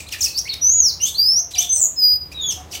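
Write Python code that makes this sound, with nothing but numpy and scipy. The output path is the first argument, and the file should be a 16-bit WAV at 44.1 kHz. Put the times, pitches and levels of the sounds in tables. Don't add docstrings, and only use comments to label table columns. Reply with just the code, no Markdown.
import sys
import numpy as np
from scipy import signal
from scipy.fft import rfft, irfft, next_fast_len
from scipy.io import wavfile
from scipy.ndimage import uniform_filter1d, map_coordinates

SR = 44100
rng = np.random.default_rng(int(sys.argv[2]) if len(sys.argv) > 2 else 0)


def nominal_scale(level):
    x = np.asarray(level, float) / 20
    return 10 ** x


def store_pcm(level_fs):
    pcm = np.round(np.clip(level_fs, -1, 1) * 32767).astype(np.int16)
    wavfile.write(sys.argv[1], SR, np.atleast_2d(pcm).T)


N = 123480

TOP_HZ = 15950
OVERTONE_DB = -25


def unit(x):
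    return x / np.sqrt(np.mean(x ** 2) + 1e-20)


def along(points, hz):
    point_hz, value = np.transpose(points)
    return np.interp(np.log(hz + 1), np.log(point_hz + 1), value)


def wobble(rate):
    knots = rng.standard_normal(int(N * rate / SR) + 4)
    return map_coordinates(knots, [np.arange(N) * rate / SR])


def filtered(x, response):
    m = next_fast_len(N + 8192)
    return irfft(rfft(x, m) * response(np.fft.rfftfreq(m, 1 / SR)), m)[..., :N]


def gate(t0, t1, edge_s):
    t = np.arange(N) / SR
    nearest_end = np.minimum(t - t0, t1 - t)
    return np.sin(np.pi / 2 * np.clip(nearest_end / edge_s, 0, 1)) ** 2


def note(rows, edge_s=0.0017, rasp=0., flutter=1):
    flutter_db, waver_hz = 2, 12.4
    higher_db = (-18, -17.5, -31.5)
    s, hz, db, *octave = np.transpose(rows)
    t = np.arange(N) / SR
    part = slice(max(int(s[0] * SR), 0), int(s[-1] * SR) + 1)
    pitch = (np.interp(t, s, hz) + flutter * waver_hz * wobble(120))[part]
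    turn = 2 * np.pi * np.cumsum(pitch) / SR
    octave_db = octave[0] if octave else db + OVERTONE_DB
    low = np.interp(t[part], s, db)
    up = np.interp(t[part], s, octave_db)
    tone = nominal_scale(low) * np.sin(turn) + nominal_scale(up) * np.sin(2 * turn)
    for k, high_db in enumerate(higher_db, start=3):
        level = nominal_scale(np.maximum(low, up) + high_db)
        tone = tone + level * np.sin(k * turn) * (k * pitch < TOP_HZ)
    tremble = nominal_scale(flutter * flutter_db * wobble(90))
    shape = gate(s[0], s[-1], edge_s) * tremble * (1 + rasp * wobble(1500))
    return np.sqrt(2) * np.pad(tone, (part.start, N))[:N] * shape


def chip(s, length, hz0, hz1, db, over_db, edge_s, rasp=0.):
    bend, fade_db = 1.05, 4
    middle_hz = np.sqrt(hz0 * hz1) / bend
    end_db = db - fade_db
    rows = [(s, hz0, db, db + over_db),
            (s + length / 2, middle_hz, db, db + over_db),
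            (s + length, hz1, end_db, end_db + over_db)]
    return note(rows, edge_s, rasp)


def whistles():
    # start_s, pitch_hz, level_db
    arch_curve = [(0.612, 5790, -34.5), (0.63, 5852, -15.5), (0.682, 6114, -12), (0.725, 6680, -16.5),
                  (0.775, 6882, -16), (0.81, 6445, -15), (0.856, 5640, -14), (0.886, 4995, -14.5),
                  (0.915, 3820, -35.5)]
    # start_s, pitch_hz, level_db
    catch_curve = [(.801, 6600, -18), (.805, 6550, -4), (.808, 6500, -16), (.8105, 6480, -9),
                   (.814, 6450, -20)]
    # start_s, pitch_hz, level_db
    climb_curve = [(1.145, 3980, -31.5), (1.16, 4300, -24.5), (1.177, 4553, -31.5), (1.185, 4644, -11.5),
                   (1.245, 4942, -18), (1.29, 5175, -13.5), (1.345, 5450, -17.5), (1.379, 5780, -12),
                   (1.414, 6505, -20.5)]
    # start_s, pitch_hz, level_db
    level_curve = [(1.691, 6100, -24), (1.7, 6170, -17), (1.735, 6230, -12), (1.748, 6200, -16),
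                   (1.753, 6150, -26), (1.76, 6150, -18), (1.78, 5900, -29), (1.802, 5600, -36)]
    return sum(note(rows, rasp=.06) for rows in (arch_curve, catch_curve, climb_curve, level_curve))


def held_note():
    # start_s, pitch_hz, level_db
    hold_curve = [(1.961, 5130, -38.5), (1.989, 5084, -16.5), (2.012, 4997, -19), (2.039, 4915, -9),
                  (2.07, 4895, -12), (2.119, 4915, -12), (2.138, 4939, -16), (2.164, 4943, -18),
                  (2.177, 4915, -31)]
    octave_db = -34
    rows = [(*row, row[-1] + octave_db) for row in hold_curve]
    return note(rows, flutter=0.096)


def squeaks():
    # start_s, pitch_hz, level_db, octave_db
    rise_curve = [(1.0, 2754, -42, -50), (1.012, 2822, -32, -30), (1.03, 3050, -35, -17),
                  (1.042, 3090, -32, -13), (1.05, 3130, -31, -20), (1.056, 3220, -30, -12),
                  (1.064, 3400, -31, -32), (1.09, 3660, -27, -50)]
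    # start_s, pitch_hz, level_db
    twin_curve = [(.712, 6600, -26), (0.731, 6940, -22.5), (.79, 6600, -23.5), (0.804, 6360, -31.5)]
    # start_s, pitch_hz, level_db
    scoop_curve = [(.338, 4100, -42), (.352, 4500, -30), (.369, 4600, -28), (.385, 5300, -20),
                   (.398, 5800, -23), (.407, 5400, -29)]
    # start_s, pitch_hz, level_db, octave_db
    slide_curve = [(.49, 4300, -30, -60), (.499, 4420, -21, -55), (.511, 4150, -28, -60),
                   (.522, 3800, -27, -60), (.54, 3620, -30, -60)]
    # start_s, pitch_hz, level_db, octave_db
    hook_curve = [(1.535, 3900, -34, -55), (1.546, 4050, -27, -50), (1.554, 3050, -28, -28),
                  (1.562, 2350, -30, -25), (1.575, 2400, -32, -28)]
    # start_s, pitch_hz, level_db, octave_db
    arc_curve = [(.066, 3600, -44, -54), (.075, 4150, -38, -48), (.085, 4250, -35, -47),
                 (.091, 3200, -37, -46), (.097, 2000, -44, -52)]
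    # start_s, pitch_hz, level_db, octave_db
    lift_curve = [(.453, 2000, -41, -48), (.462, 2150, -35, -40), (.475, 2250, -35, -39),
                  (.484, 2850, -34, -42), (.491, 4100, -46, -55)]
    # start_s, pitch_hz, level_db, octave_db
    leap_curve = [(1.577, 2720, -36, -28), (1.583, 2850, -30, -17), (1.592, 3020, -28, -11),
                  (1.6, 3130, -28, -17), (1.608, 3260, -28, -14), (1.613, 3250, -30, -24)]
    curves = (rise_curve, twin_curve, scoop_curve, slide_curve, hook_curve, arc_curve, lift_curve, leap_curve)
    return sum(note(rows, rasp=.25) for rows in curves)


def sagging_call():
    # start_s, pitch_hz, level_db, octave_db
    sag_curve = [(2.342, 3850, -42, -80), (2.365, 3850, -26, -70), (2.39, 3780, -29, -70),
                 (2.415, 3630, -29, -70), (2.44, 3440, -29, -70), (2.47, 3400, -32, -70),
                 (2.495, 3250, -31, -70), (2.511, 3080, -29, -70), (2.53, 2600, -46, -80)]
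    # start_s, pitch_hz, level_db
    descant_curve = [(2.412, 6800, -34), (2.45, 6780, -31), (2.47, 6720, -24), (2.482, 6650, -27),
                     (2.497, 6400, -17), (2.51, 6000, -19), (2.516, 5700, -28), (2.534, 5150, -36)]
    return sum(note(rows, rasp=.07, flutter=1.4) for rows in (sag_curve, descant_curve))


def chips():
    # start_s, length_s, from_hz, to_hz
    single_rows = [(.204, .034, 6800, 4700), (.222, .055, 7400, 4600), (.278, .02, 4600, 4400),
                   (.253, .028, 3050, 2500), (.37, .032, 4900, 6900), (.25, .016, 8600, 8200),
                   (.205, .016, 7100, 7700), (.133, .026, 2750, 2400), (.139, .018, 2200, 1600),
                   (0, .014, 2800, 2350), (0, .014, 7900, 8600), (.536, .01, 6000, 4800),
                   (.537, .01, 3200, 2000), (1.611, .018, 3550, 3750), (1.634, .024, 3850, 3200),
                   (1.606, .011, 8900, 7400), (1.621, .016, 7950, 7850), (1.627, .007, 6500, 5300),
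                   (1.738, .065, 7450, 7350), (2.328, .016, 5800, 6300), (2.709, .025, 6200, 4300),
                   (2.719, .017, 6400, 5500), (2.736, .014, 6400, 5800), (2.724, .022, 3400, 2300),
                   (2.735, .036, 5100, 4600), (2.75, .012, 2400, 2200)]
    single_db = [-19.5, -17.5, -29.5, -31, -19.5, -31.5, -25.5, -35.5, -36, -37, -41, -27, -35, -26, -30.5,
                 -24.5, -30, -22, -32, -46, -39, -37, -35.5, -36, -38.5, -36]
    # start_s, length_s, from_hz, to_hz
    double_rows = [
        (.118, .026, 3300, 2250),
        (2.313, .022, 2350, 2800),
        (2.748, .018, 3250, 2900),
    ]
    double_db = [-29.5, -40, -30]
    double_octave_db = [1, 0.5, 0]
    edge_share, rasp, breath_db = .3, .4, -8.5
    tones = np.zeros(N)
    for row, db in zip(single_rows, single_db):
        tones = tones + chip(*row, db, OVERTONE_DB, edge_share * row[1], rasp)
    for row, db, over_db in zip(double_rows, double_db, double_octave_db):
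        tones = tones + chip(*row, db, over_db, edge_share * row[1], rasp)
    puffs = np.abs(signal.hilbert(tones)) * rng.standard_normal(N)
    breath = filtered(puffs, lambda f: f ** 4 / (f ** 4 + 3900.0 ** 4))
    return tones + nominal_scale(breath_db) * breath


def buzz():
    # start_s, pitch_hz, level_db
    buzz_curve = [(1.718, 8260, -23), (1.733, 8400, -32), (1.744, 8430, -24.5), (1.787, 8200, -24),
                  (1.798, 7800, -19), (1.812, 7230, -18), (1.833, 7200, -14.5), (1.84, 6825, -19.5),
                  (1.867, 6720, -18), (1.873, 6620, -36.5)]
    rate_hz, swing_hz, sharpness = 140, 150, 1.2
    scatter_db, rasp, octave_db = 1.6, .6, -5.5
    s, hz, db = np.transpose(buzz_curve)
    t = np.arange(N) / SR
    cycle = np.cumsum(rate_hz * (1 + 0.72 * wobble(70))) / SR % 1
    pitch = np.interp(t, s, hz) + swing_hz * np.sin(2 * np.pi * cycle)
    turn = 2 * np.pi * np.cumsum(pitch) / SR
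    beats = unit(np.sin(np.pi * cycle) ** sharpness) * nominal_scale(scatter_db * wobble(170))
    tone = np.sqrt(2) * (np.sin(turn) + nominal_scale(octave_db) * np.sin(2 * turn))
    roughness = 1 + rasp * wobble(1200)
    return nominal_scale(np.interp(t, s, db)) * beats * roughness * tone * gate(s[0], s[-1], 0.005)


def snaps():
    # centre_time_s, centre_hz, length_s
    snap_rows = [(.004, 6000, .05), (.091, 6000, .008), (.135, 4000, .03), (.195, 8000, .015),
                 (.54, 4500, .006), (1.078, 7500, .03), (1.085, 6000, .005), (1.63, 6000, .003),
                 (1.52, 5000, .015), (1.615, 5000, .06), (2.33, 4500, .02), (2.52, 6000, .02),
                 (2.75, 5000, .04)]
    snap_db = [-37.5, -37.5, -31.5, -36.5, -29.5, -23.5, -32.5, -40, -34.5, -33.5, -47, -30, -32.5]
    width = 0.56
    t = np.arange(N) / SR
    total = np.zeros(N)
    for (s, centre_hz, length), db in zip(snap_rows, snap_db):
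        noise = rng.standard_normal(N)
        burst = unit(filtered(noise, lambda f: np.exp(-.5 * (np.log((f + 1) / centre_hz) / width) ** 2)))
        total = total + nominal_scale(db) * burst * np.exp(-.5 * ((t - s) / (length / 2)) ** 2)
    return total


def bird():
    return whistles() + squeaks() + sagging_call() + chips() + buzz() + snaps()


def foliage(x, stretch, delay_s):
    # pitch_hz, fade_s
    fade_points = [(2000, 0.33), (5000, 0.2), (8000, 0.24)]
    # pitch_hz, level_db
    colour_points = [(2000, 2.5), (4000, 5), (5500, 0.5), (8000, 1.5)]
    rise_s = 0.0057
    hz, t, z = signal.stft(rng.standard_normal(SR), SR, nperseg=256)
    fade_s = stretch * along(fade_points, hz)[:, None]
    level_db = along(colour_points, hz)[:, None] - 60 * t / fade_s
    tail = signal.istft(z * nominal_scale(level_db), SR, nperseg=256)[1]
    tail = tail * (1 - np.exp(-np.arange(len(tail)) / (SR * rise_s)))
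    delayed = np.pad(x, (int(delay_s * SR), 0))
    return signal.fftconvolve(delayed, tail / np.linalg.norm(tail))[:N]


def dove():
    # start_s, length_s, from_hz, to_hz, level_db
    coo_rows = [
        (1.303, 0.17, 759, 689, -54.5),
        (1.533, 0.14, 771, 708, -46),
        (1.745, .17, 681.6, 661, -48),
        (2.55, 0.088, 774.6, 749, -47.5),
        (2.705, 0.072, 726, 753, -51),
    ]
    coos = sum(chip(*row, -50.5, 0.026, 0.55) for row in coo_rows)
    return 0.93 * coos + 0.52 * foliage(coos, 0.97, 0.015)


def coloured_noise(points):
    return unit(filtered(rng.standard_normal(N), lambda f: nominal_scale(along(points, f))))


def background():
    # pitch_hz, level_db (per Hz)
    rumble_points = [(15, -71), (25, -32), (51, -6), (75, 3.5), (119, -10.5), (162, -7), (206, -20),
                     (300, -18.5), (390, -57.5), (660, -120)]
    # pitch_hz, level_db (per Hz)
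    air_points = [(150, -15), (300, 0.5), (700, -3.5), (1000, -5.5), (2000, -13.5), (4000, -15.5),
                  (8000, -22.5)]
    # start_s, level_db
    swell_points = [(0, 2.5), (.3, 0.5), (0.698, 2), (2.201, -2), (2.499, 1.5), (2.8, 1)]
    rumble_db, air_db = -46, -51
    s, db = np.transpose(swell_points)
    swell = nominal_scale(np.interp(np.arange(N) / SR, s, db) + 1.6 * wobble(1.2))
    rumble = nominal_scale(rumble_db) * coloured_noise(rumble_points)
    air = nominal_scale(air_db) * coloured_noise([(80, -66)] + air_points + [(16000, -30)])
    return swell * (rumble + air)


def scene():
    near_db, near_delay_s = -6, 0.0065
    late_db, late_delay_s, late_stretch = -17, 0.042, 1.53
    song, held = bird(), held_note()
    sent = song + nominal_scale(-12) * held
    near = nominal_scale(near_db) * foliage(sent, 1, near_delay_s)
    late = nominal_scale(late_db) * foliage(song + held, late_stretch, late_delay_s)
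    return (song + held + near + late + dove() + background())[None]


def band_limit(x):
    return signal.sosfilt(signal.butter(12, 15950, fs=SR, output="sos"), x)


def record(dry):
    shifts = (5512.5, 9646.9)
    split_hz, seam_hz = 8950, 12280
    rasp, blur, noise_share = .22, 0.42, 0.1
    most_db, copy_gain_db = -12, 1.5
    mask_db, mask_from_hz, hole_db = -56, 2600, -25

    rough = signal.hilbert(dry[0] * (1 + rasp * wobble(900)))

    def shifted(shift_hz):
        return np.real(rough * np.exp(2j * np.pi * shift_hz * np.arange(N) / SR))

    def stft(x):
        return signal.stft(x, SR, nperseg=1024, noverlap=768)[2]

    def power(z, size):
        over_pitch = uniform_filter1d(np.abs(z) ** 2, size=size, axis=0)
        return np.abs(uniform_filter1d(over_pitch, size=3, axis=1)) + 1e-16

    hz = np.fft.rfftfreq(1024, 1 / SR)[:, None]
    true = stft(dry[0])
    copy = np.where(hz < seam_hz, stft(shifted(shifts[0])), stft(shifted(shifts[1])))
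    want = power(true, size=24)
    hiss = stft(rng.standard_normal(N))
    hiss_level = np.abs(hiss).mean()
    copy = copy * (1 + blur * stft(rng.standard_normal(N)) / hiss_level)
    copy = copy * np.minimum(np.sqrt(want / power(copy, size=24)), nominal_scale(most_db))
    missing = np.clip(want - 6 * power(copy, size=72), 0, None)
    copy = copy + noise_share * np.sqrt(missing) * hiss / hiss_level
    z = np.where(hz < split_hz, true, nominal_scale(copy_gain_db) * copy) * (hz < TOP_HZ)
    band = power(z, size=12)
    heard = band / (band.max(axis=0) * nominal_scale(2 * mask_db))
    keep = np.maximum(heard ** 3 / (1 + heard ** 3), nominal_scale(hole_db))
    keep = np.where(hz < mask_from_hz, 1, keep)
    mix = signal.istft(z * keep, SR, nperseg=1024, noverlap=768)[1][:N]
    return band_limit(mix[None])


dry = scene()
out = record(dry)
store_pcm(out)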